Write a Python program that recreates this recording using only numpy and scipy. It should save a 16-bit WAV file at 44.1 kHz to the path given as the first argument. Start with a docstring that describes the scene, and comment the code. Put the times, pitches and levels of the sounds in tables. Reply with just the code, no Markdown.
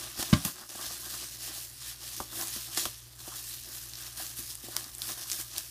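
"""Bubble wrap rustles, and a moment later something thumps on the desk under it and sets off a rattle.
Hands keep crumpling the sheet: each squeeze buckles many tiny creases, stiff ones snap through,
fingers rub the taut film and now and then knock the hollow, air-filled bundle.
One small mono microphone stands on the desk, close to the hands; a fan hums faintly in the small room."""
import sys
import numpy as np
from scipy import signal
from scipy.fft import rfft, irfft, next_fast_len
from scipy.io import wavfile
from scipy.ndimage import map_coordinates

SR = 44100
rng = np.random.default_rng(int(sys.argv[2]) if len(sys.argv) > 2 else 0)


def log_audio(samples):
    """Write samples as a 16-bit WAV file to the path given in sys.argv[1]."""
    # one column per channel
    frames = np.atleast_2d(samples).T
    # limit to full scale, then quantise
    limited = np.clip(frames, -1, 1)
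    pcm = np.round(limited * 32767).astype(np.int16)
    wavfile.write(sys.argv[1], SR, pcm)


N = 251399

# fan motor partials: f/Hz, rms level/dB
FAN_HUM = [(59.4, -60), (118.8, -59.5)]
# room tone spectrum: f/Hz, level/dB
AIR_SPECTRUM = [(20, -19), (32, -13), (48, -5), (62, -10), (90, -9.5), (130, -5.5), (170, -26), (230, -19),
                (320, -15), (450, -26), (1200, -22.5), (4000, -33.5), (15000, -32.5)]
# the background dips briefly after the thump: t/s, gain/dB
BACKGROUND_DIP = [(0.34, 0), (0.4, -8), (0.72, -10), (0.79, 0)]
# room decay: f/Hz, t60/s
ROOM_DECAY = [(150, 0.2), (1000, 0.22), (5000, 0.12), (14000, 0.3)]
# blows on the desk: t/s, level/dB
DESK_BLOWS = [(0.3281, -6.5), (0.452, -26)]
# desk modes: f/Hz, level/dB, t60/s, rise/s
DESK_MODES = [(85, -9, 0.12, 0.0049), (135, -5.5, 0.07, 0.0062), (170.4, 11.5, 0.029, 0.0034),
              (209, -19, 0.088, 0.0028), (273, -14.5, 0.16, 0.0053), (335.5, -26, 0.15, 0.0012),
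              (600, -17.5, 0.058, 0.0032), (793, -38, 0.086, 0.0044), (1060, -23, 0.098, 0.0044),
              (1160, -26, .08, 0.0032), (1603, -20, 0.08, 0.0022)]
# loose things on the desk: f/Hz, level/dB
RATTLE_SPECTRUM = [(40, -14), (120, -15), (300, 4), (500, -15), (1100, -2), (2000, -5), (4000, -6),
                   (7000, -12.5), (14000, -26.5)]
# hands knocking the bundle: t/s, level/dB, contact cut-off/Hz, crunch re level/dB
HAND_KNOCKS = [(0.189, -22, 450, -10), (0.225, -30.5, 2200, 5), (0.449, -30.5, 1100, 10.5),
               (0.75, -37, 900, -14), (0.905, -38.5, 1200, -12), (2.2012, -23.5, 1010, -11),
               (2.562, -29.5, 454, -1.5), (2.7726, -26.5, 2600, 2.5), (2.8539, -28, 1800, 2.5),
               (2.862, -25, 328, -10), (3.275, -32, 885, -15), (4.199, -36, 1100, -12),
               (4.389, -28.5, 360, -17), (4.635, -31, 406, -11), (4.684, -29.5, 544, -9),
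               (4.763, -35.5, 1900, 4), (4.860, -34, 300, -13)]
# modes of the hollow bundle: f/Hz, level/dB, t60/s
BUNDLE_MODES = [(218, -1.5, 0.052), (291, 0.5, 0.052), (349, -3.5, 0.085), (578, -4.5, 0.061),
                (694, 0.5, 0.046), (759, -2, 0.07), (1035, -3, 0.03), (1177, 6.5, 0.031),
                (1336, -3.5, 0.048), (1830, -23, 0.061)]
# a hand scuffing the bundle: f/Hz, level/dB
SCUFF_SPECTRUM = [(100, 1), (280, -5.5), (700, 0.5), (1500, 6.0), (4000, -15), (12000, -50)]
# fingers dragging over the bubbles: middle t/s, length/s, level/dB, resonance f/Hz
FINGER_RUBS = [(2.31, 0.051, -54, 3530), (3.325, 0.039, -49, 1180), (4.2, 0.02, -47.5, 1550)]
# creases snapping through: t/s, level/dB, f/Hz, ring/cycles
CREASE_SNAPS = [(0.228, -22, 4200, 1.6), (0.4503, -17, 8500, 2.3), (0.6924, -33, 5900, 3),
                (0.8662, -25, 5200, 1.1), (2.166, -23, 6600, 1.2), (2.4126, -20, 5800, 1.8),
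                (2.4724, -21, 8300, 1.9), (2.4826, -21, 8500, 1.7), (2.7481, -19, 8700, 1.4),
                (2.7734, -15, 4700, 1.1), (2.7765, -16, 5300, 0.8), (2.7816, -17, 7900, 0.6),
                (2.855, -20, 4000, 1.8), (3.9356, -26, 4600, 1.5), (3.9552, -27, 5000, 1.2),
                (4.2664, -23, 6400, 2), (4.5536, -22.5, 9000, 1.8), (4.7662, -9, 5500, 1.1),
                (4.8429, -26, 5300, 1.8), (4.9504, -26, 8200, 4), (4.9831, -24, 9300, 3),
                (5.0193, -18, 4000, 1.7), (5.02, -20, 9000, 2.5), (5.1197, -21, 6300, 1.2),
                (5.3, -18, 5500, 0.9), (5.3162, -15, 7700, 1.6), (5.3202, -15.5, 5800, 1),
                (5.3309, -17, 6300, 1.2), (5.4128, -21, 8400, 1.1), (5.5633, -25, 4000, 1.6),
                (5.5819, -12, 10000, 1.3)]
# crinkling film: f/Hz, level/dB
FILM_SPECTRUM = [(1060, -24), (1800, -6.5), (1950, -8), (2110, -11.5), (2670, -5), (3030, -4.5),
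                 (3310, -3.5), (5320, -1), (7610, -4), (8400, -2.5), (11900, -1.5), (14600, -4.5),
                 (15300, -6)]
# the whole sheet flexing: f/Hz, level/dB
SHEET_SPECTRUM = [(100, -48.5), (170, -5.5), (215, -3.5), (253, -2), (352, 3.5), (432, -13.5), (595, -3.5),
                  (787, -2), (924, -8), (1020, -1.5), (1210, 1), (1370, -3.5), (1630, 1.5), (2200, -9.5),
                  (2860, -45), (4840, -120)]
# squeezes: tightest t/s, rustle/dB, tightening/s, relaxing/s, flexing re rustle/dB, treble tilt/dB
HAND_SQUEEZES = [(-0.024, -39.5, 0.219, 0.17, -9.5, -3.5), (0.2, -33.0, 0.03, 0.091, -11.5, -2),
                 (0.301, -40.0, 0.017, 0.189, -5.5, -4), (0.458, -35.0, 0.023, 0.052, -11.5, 1.0),
                 (0.603, -45.5, 0.034, 0.042, -3.5, -4), (0.698, -45.0, 0.015, 0.197, -9.5, -2),
                 (0.86, -40.0, 0.106, 0.174, -11.5, -2.5), (1.005, -43.0, 0.012, 0.156, -10, 6),
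                 (1.151, -37.5, 0.096, 0.162, -16, -0.5), (1.453, -39.5, 0.083, 0.137, -12.5, -2.5),
                 (1.625, -41.0, 0.175, 0.08, -20, 2), (1.884, -40.0, 0.096, 0.078, -18, -1.5),
                 (2.052, -42.5, 0.046, 0.162, -15, -5), (2.187, -40.5, 0.13, 0.067, -16, 0),
                 (2.415, -36.0, 0.084, 0.07, -11, 4), (2.56, -37.0, 0.155, 0.117, -18, -0.5),
                 (2.784, -31.5, 0.041, 0.077, -18.5, -1.5), (2.835, -42.5, 0.026, 0.146, -23, -3),
                 (3.213, -47.0, 0.033, 0.142, -8.5, 0), (3.385, -41.5, 0.138, 0.035, -17, 0.5),
                 (3.517, -40.0, 0.112, 0.116, -21, 2), (3.775, -41.0, 0.143, 0.136, -17, 2),
                 (4.026, -42.0, 0.102, 0.119, -14, -1.5), (4.199, -38.5, 0.043, 0.145, -17, 1.5),
                 (4.394, -39.5, 0.033, 0.069, -18, 5), (4.51, -42.5, 0.105, 0.061, -17, 1.5),
                 (4.772, -40.0, 0.158, 0.097, -14, 0.5), (5.118, -36.5, 0.124, 0.032, -15.5, 4),
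                 (5.238, -38.0, 0.069, 0.012, -15.5, 0.0), (5.344, -36.0, 0.084, 0.106, -17.5, 2),
                 (5.582, -39.0, 0.078, 0.035, -17, -3), (5.678, -44.0, 0.132, 0.041, -25, -0.5)]

SQUEEZE_SHAPE = 1.4  # exponent of swell and fade: 1 is pointed, 2 is a round bell
HOLD_DB, HOLD_FLEX_DB = -54, -23  # the wrap merely held: its rustle, and its flexing relative to that
BUCKLES_PER_S, BUCKLES_GROWTH = 2200, 0.7  # at average effort; dB of rate per dB of rustle
SNAP_LOW_HZ = 1100  # the snaps carry little sound below this
TILT_PIVOT_HZ, LOW_CUT_HZ, BAND_LIMIT_HZ = 8000, 44, 15400


def amp(db):
    """Decibels to gain."""
    return 10 ** (np.asarray(db) / 20)


def unit(x):
    """Scale to rms 1."""
    return x / np.sqrt(np.mean(x ** 2) + 1e-20)


def along(points, hz):
    """Read (f/Hz, value) points on a log frequency axis."""
    f, values = np.transpose(points)
    return np.interp(np.log(hz + 1), np.log(f + 1), values)


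def wobble(rate):
    """A smooth random curve with rate knots a second."""
    return map_coordinates(rng.standard_normal(int(N * rate / SR) + 4), [np.arange(N) * rate / SR])


def filtered(x, response):
    """Multiply the spectrum of x by a function of frequency."""
    size = next_fast_len(len(x) + SR // 4)
    return irfft(rfft(x, size) * response(np.fft.rfftfreq(size, 1 / SR)), size)[:len(x)]


def coloured(x, spectrum, size=4096):
    """Minimum-phase filter with the given (f/Hz, level/dB) shape."""
    cepstrum = irfft(np.log(amp(along(spectrum, np.fft.rfftfreq(size, 1 / SR))) + 1e-6))
    cepstrum[1:size // 2] *= 2
    cepstrum[size // 2 + 1:] = 0
    return signal.fftconvolve(x, irfft(np.exp(rfft(cepstrum))))[:len(x)]


def noise(spectrum, length):
    """Coloured noise of rms 1."""
    return unit(coloured(rng.standard_normal(length), spectrum))


def add(track, s, sound):
    """Mix a sound into the track at time s."""
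    part = track[max(round(s * SR), 0):][:len(sound)]
    part += sound[:len(part)]


def fan():
    """Slightly unsteady motor hum over the soft rush of room air; both dip briefly."""
    t = np.arange(N) / SR
    hum = np.zeros(N)
    for hz, db in FAN_HUM:
        peak = np.sqrt(2) * amp(db + 0.67 * wobble(5.8))
        hum += peak * np.sin(2 * np.pi * hz * t + 0.22 * wobble(4.33))
    air = amp(-59.5) * noise(AIR_SPECTRUM, N)
    dip_db = np.interp(t, *np.transpose(BACKGROUND_DIP))
    return amp(dip_db) * (hum + air)


def room(x):
    """The walls answer 5 ms after the direct sound with a short tail, dying fastest near 5 kHz."""
    hz, t, spectra = signal.stft(rng.standard_normal(SR // 2), SR, nperseg=256)
    decay = amp(-60 * t / along(ROOM_DECAY, hz)[:, None])
    tail = signal.istft(spectra * decay, SR, nperseg=256)[1]
    tail = np.pad(tail, (SR // 200, 0))
    return signal.fftconvolve(x, tail / np.linalg.norm(tail))[:N]


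def desk_thumps():
    """A soft heavy blow swells into the low modes of the desk, and loose things on it rattle."""
    track, t = np.zeros(N), np.arange(SR // 2) / SR
    first_touch = 0.55 * amp(-60 * t / 0.115)
    landing = 0.58 * np.exp(-((t - 0.0095) / 0.0038) ** 2)  # the full weight arrives a moment later
    ring = sum(amp(level - 60 * t / t60) * (1 - np.exp(-(t / rise) ** 2)) * np.sin(2 * np.pi * hz * t)
               for hz, level, t60, rise in DESK_MODES)
    for s, db in DESK_BLOWS:
        rattle = 0.16 * noise(RATTLE_SPECTRUM, len(t)) * (first_touch + landing)
        add(track, s, amp(db) * (ring / np.max(np.abs(ring)) + rattle))
    return track


def bundle_knocks():
    """The air-filled bundle rings hollow under a blow, duller for a soft finger; its film crunches."""
    track, t = np.zeros(N), np.arange(SR // 5) / SR
    for s, db, contact_hz, crunch_db in HAND_KNOCKS:
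        ring = np.zeros(len(t))
        for hz, level, t60 in BUNDLE_MODES:
            decay = amp(level + rng.normal(0, 1.0) - 60 * t / t60)
            bloom = 1 - np.exp(-hz * t / 0.89)  # about a cycle to build up: low modes come last
            ring += decay * bloom * np.sin(2 * np.pi * (hz * t + rng.random()))
        scuff = noise(SCUFF_SPECTRUM, len(t)) * amp(-60 * t / 0.043) * (1 - np.exp(-t / 0.001))
        body = signal.lfilter(*signal.butter(3, contact_hz, fs=SR), ring + 3.06 * scuff)
        crunch = noise(FILM_SPECTRUM, len(t)) * amp(-60 * t / 0.034) * (1 - np.exp(-t / 0.0006))
        add(track, s, amp(db) * (0.28 * body + amp(crunch_db) * crunch))
    return track


def finger_rubs():
    """A dragging finger excites one narrow resonance of the taut film."""
    track, t = np.zeros(N), np.arange(N) / SR
    for s, length, db, centre_hz in FINGER_RUBS:
        band = unit(filtered(rng.standard_normal(N), lambda hz: 1 / (1 + ((hz - centre_hz) / 260) ** 4)))
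        track += amp(db) * np.exp(-(2 * (t - s) / length) ** 2) * band
    return track


def crease_snaps():
    """A stiff crease flips: a few sharp cycles at most, then a short shiver of the film around it."""
    track, t = np.zeros(N), np.arange(SR // 40) / SR
    fade = 0.24 * amp(-60 * t / 0.005) + 0.07 * amp(-60 * t / 0.02)
    for s, db, hz, cycles in CREASE_SNAPS:
        age = hz * t / cycles
        flip = np.sin(2 * np.pi * hz * t) * age * np.exp(-2.3 * age)
        shiver = noise(FILM_SPECTRUM, len(t)) * fade
        add(track, s, amp(db) * (flip / np.max(np.abs(flip)) + shiver))
    return signal.lfilter(*signal.butter(1, SNAP_LOW_HZ, "high", fs=SR), track)


def hand_effort():
    """Squeezes swell, relax and add in power; gives rustle, flexing and treble tilt in dB."""
    t = np.arange(N) / SR
    film_power = np.full(N, amp(HOLD_DB) ** 2)
    sheet_power = np.full(N, amp(HOLD_DB + HOLD_FLEX_DB) ** 2)
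    weighted_tilt = np.zeros(N)
    for s, db, tighten_s, relax_s, flex_db, tilt_db in HAND_SQUEEZES:
        away = np.abs(t - s) / np.where(t < s, tighten_s, relax_s)
        power = (amp(db) * np.exp(-np.minimum(away, 10) ** SQUEEZE_SHAPE)) ** 2
        film_power += power
        sheet_power += power * amp(flex_db) ** 2
        weighted_tilt += power * tilt_db
    return 10 * np.log10(film_power), 10 * np.log10(sheet_power), weighted_tilt / film_power


def crackle(per_s, spread_db, centre_hz, octaves, cycles, size=96):
    """Tiny buckles of the film, each a damped ring of its own pitch and strength."""
    starts = np.flatnonzero(rng.random(N) < per_s / SR)
    pitch, strength, phase = rng.standard_normal((len(starts), 3)).T[:, :, None]
    hz = np.clip(centre_hz * 2 ** (octaves * pitch), 100, SR / 2)
    turns = hz * np.arange(size) / SR
    gain = amp(spread_db * np.minimum(strength, 2)) * np.sqrt(hz)
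    rings = gain * np.exp(-turns / cycles) * np.sin(2 * np.pi * (turns + phase))
    samples = starts[:, None] + np.arange(size)
    track = np.bincount(samples.ravel(), rings.ravel(), N + size)[:N]
    return unit(track / np.sqrt(per_s))  # the rate sets density, not loudness


def patchy(x, depth_db, size=256):
    """The colour drifts in patches as the sheet changes shape."""
    spectra = signal.stft(x, nperseg=size)[2]
    patch = np.outer(np.hanning(9), np.hanning(35))  # bins by frames
    drift = signal.fftconvolve(rng.standard_normal(spectra.shape), patch, "same")
    return signal.istft(spectra * amp(depth_db * unit(drift)), nperseg=size)[1][:len(x)]


def wrap_rustle():
    """Harder handling buckles more creases at once; the film slides on itself and the sheet flexes."""
    rustle_db, flex_db, tilt_db = hand_effort()
    per_s = BUCKLES_PER_S * amp(BUCKLES_GROWTH * (rustle_db - np.mean(rustle_db)))
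    catches_db = 1.26 * wobble(50) + wobble(300)  # bubbles catch and let go in clumps
    buckles = crackle(per_s, spread_db=-1.0, centre_hz=7700, octaves=0.74, cycles=0.67)
    ticks = crackle(0.03 * per_s, spread_db=1.5, centre_hz=7500, octaves=0.44, cycles=1.0)  # larger folds
    crinkle = 0.68 * buckles + 0.21 * ticks + 0.7 * rng.standard_normal(N)
    film = unit(patchy(coloured(crinkle, FILM_SPECTRUM), depth_db=1.08))
    treble = filtered(film, lambda hz: hz ** 4 / (hz ** 4 + TILT_PIVOT_HZ ** 4))
    film = treble * amp(tilt_db / 2) + (film - treble) * amp(-tilt_db / 2)
    folds = crackle(0.3 * per_s, spread_db=3, centre_hz=1056, octaves=1.13, cycles=0.6)
    flexing = 0.44 * folds + 0.93 * rng.standard_normal(N)
    sheet = unit(patchy(coloured(flexing, SHEET_SPECTRUM), depth_db=2.0))
    lurch_db = 2.3 * wobble(30)  # the sheet gives way in fits
    return amp(catches_db) * (amp(rustle_db) * film + amp(flex_db + lurch_db) * sheet)


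def scene():
    """Wrap and desk close to the microphone, room and fan behind them; both channels alike."""
    near = wrap_rustle() + finger_rubs() + crease_snaps() + bundle_knocks() + desk_thumps()
    mono = near + amp(-10) * room(near) + fan()
    return np.array([mono, mono])


def record(dry):
    """The small microphone loses the deep bass; the recorder keeps nothing above its band limit."""
    thin = signal.lfilter(*signal.butter(2, LOW_CUT_HZ, "high", fs=SR), dry)
    return np.array([filtered(channel, lambda hz: hz < BAND_LIMIT_HZ) for channel in thin])


dry = scene()
out = record(dry)
log_audio(out)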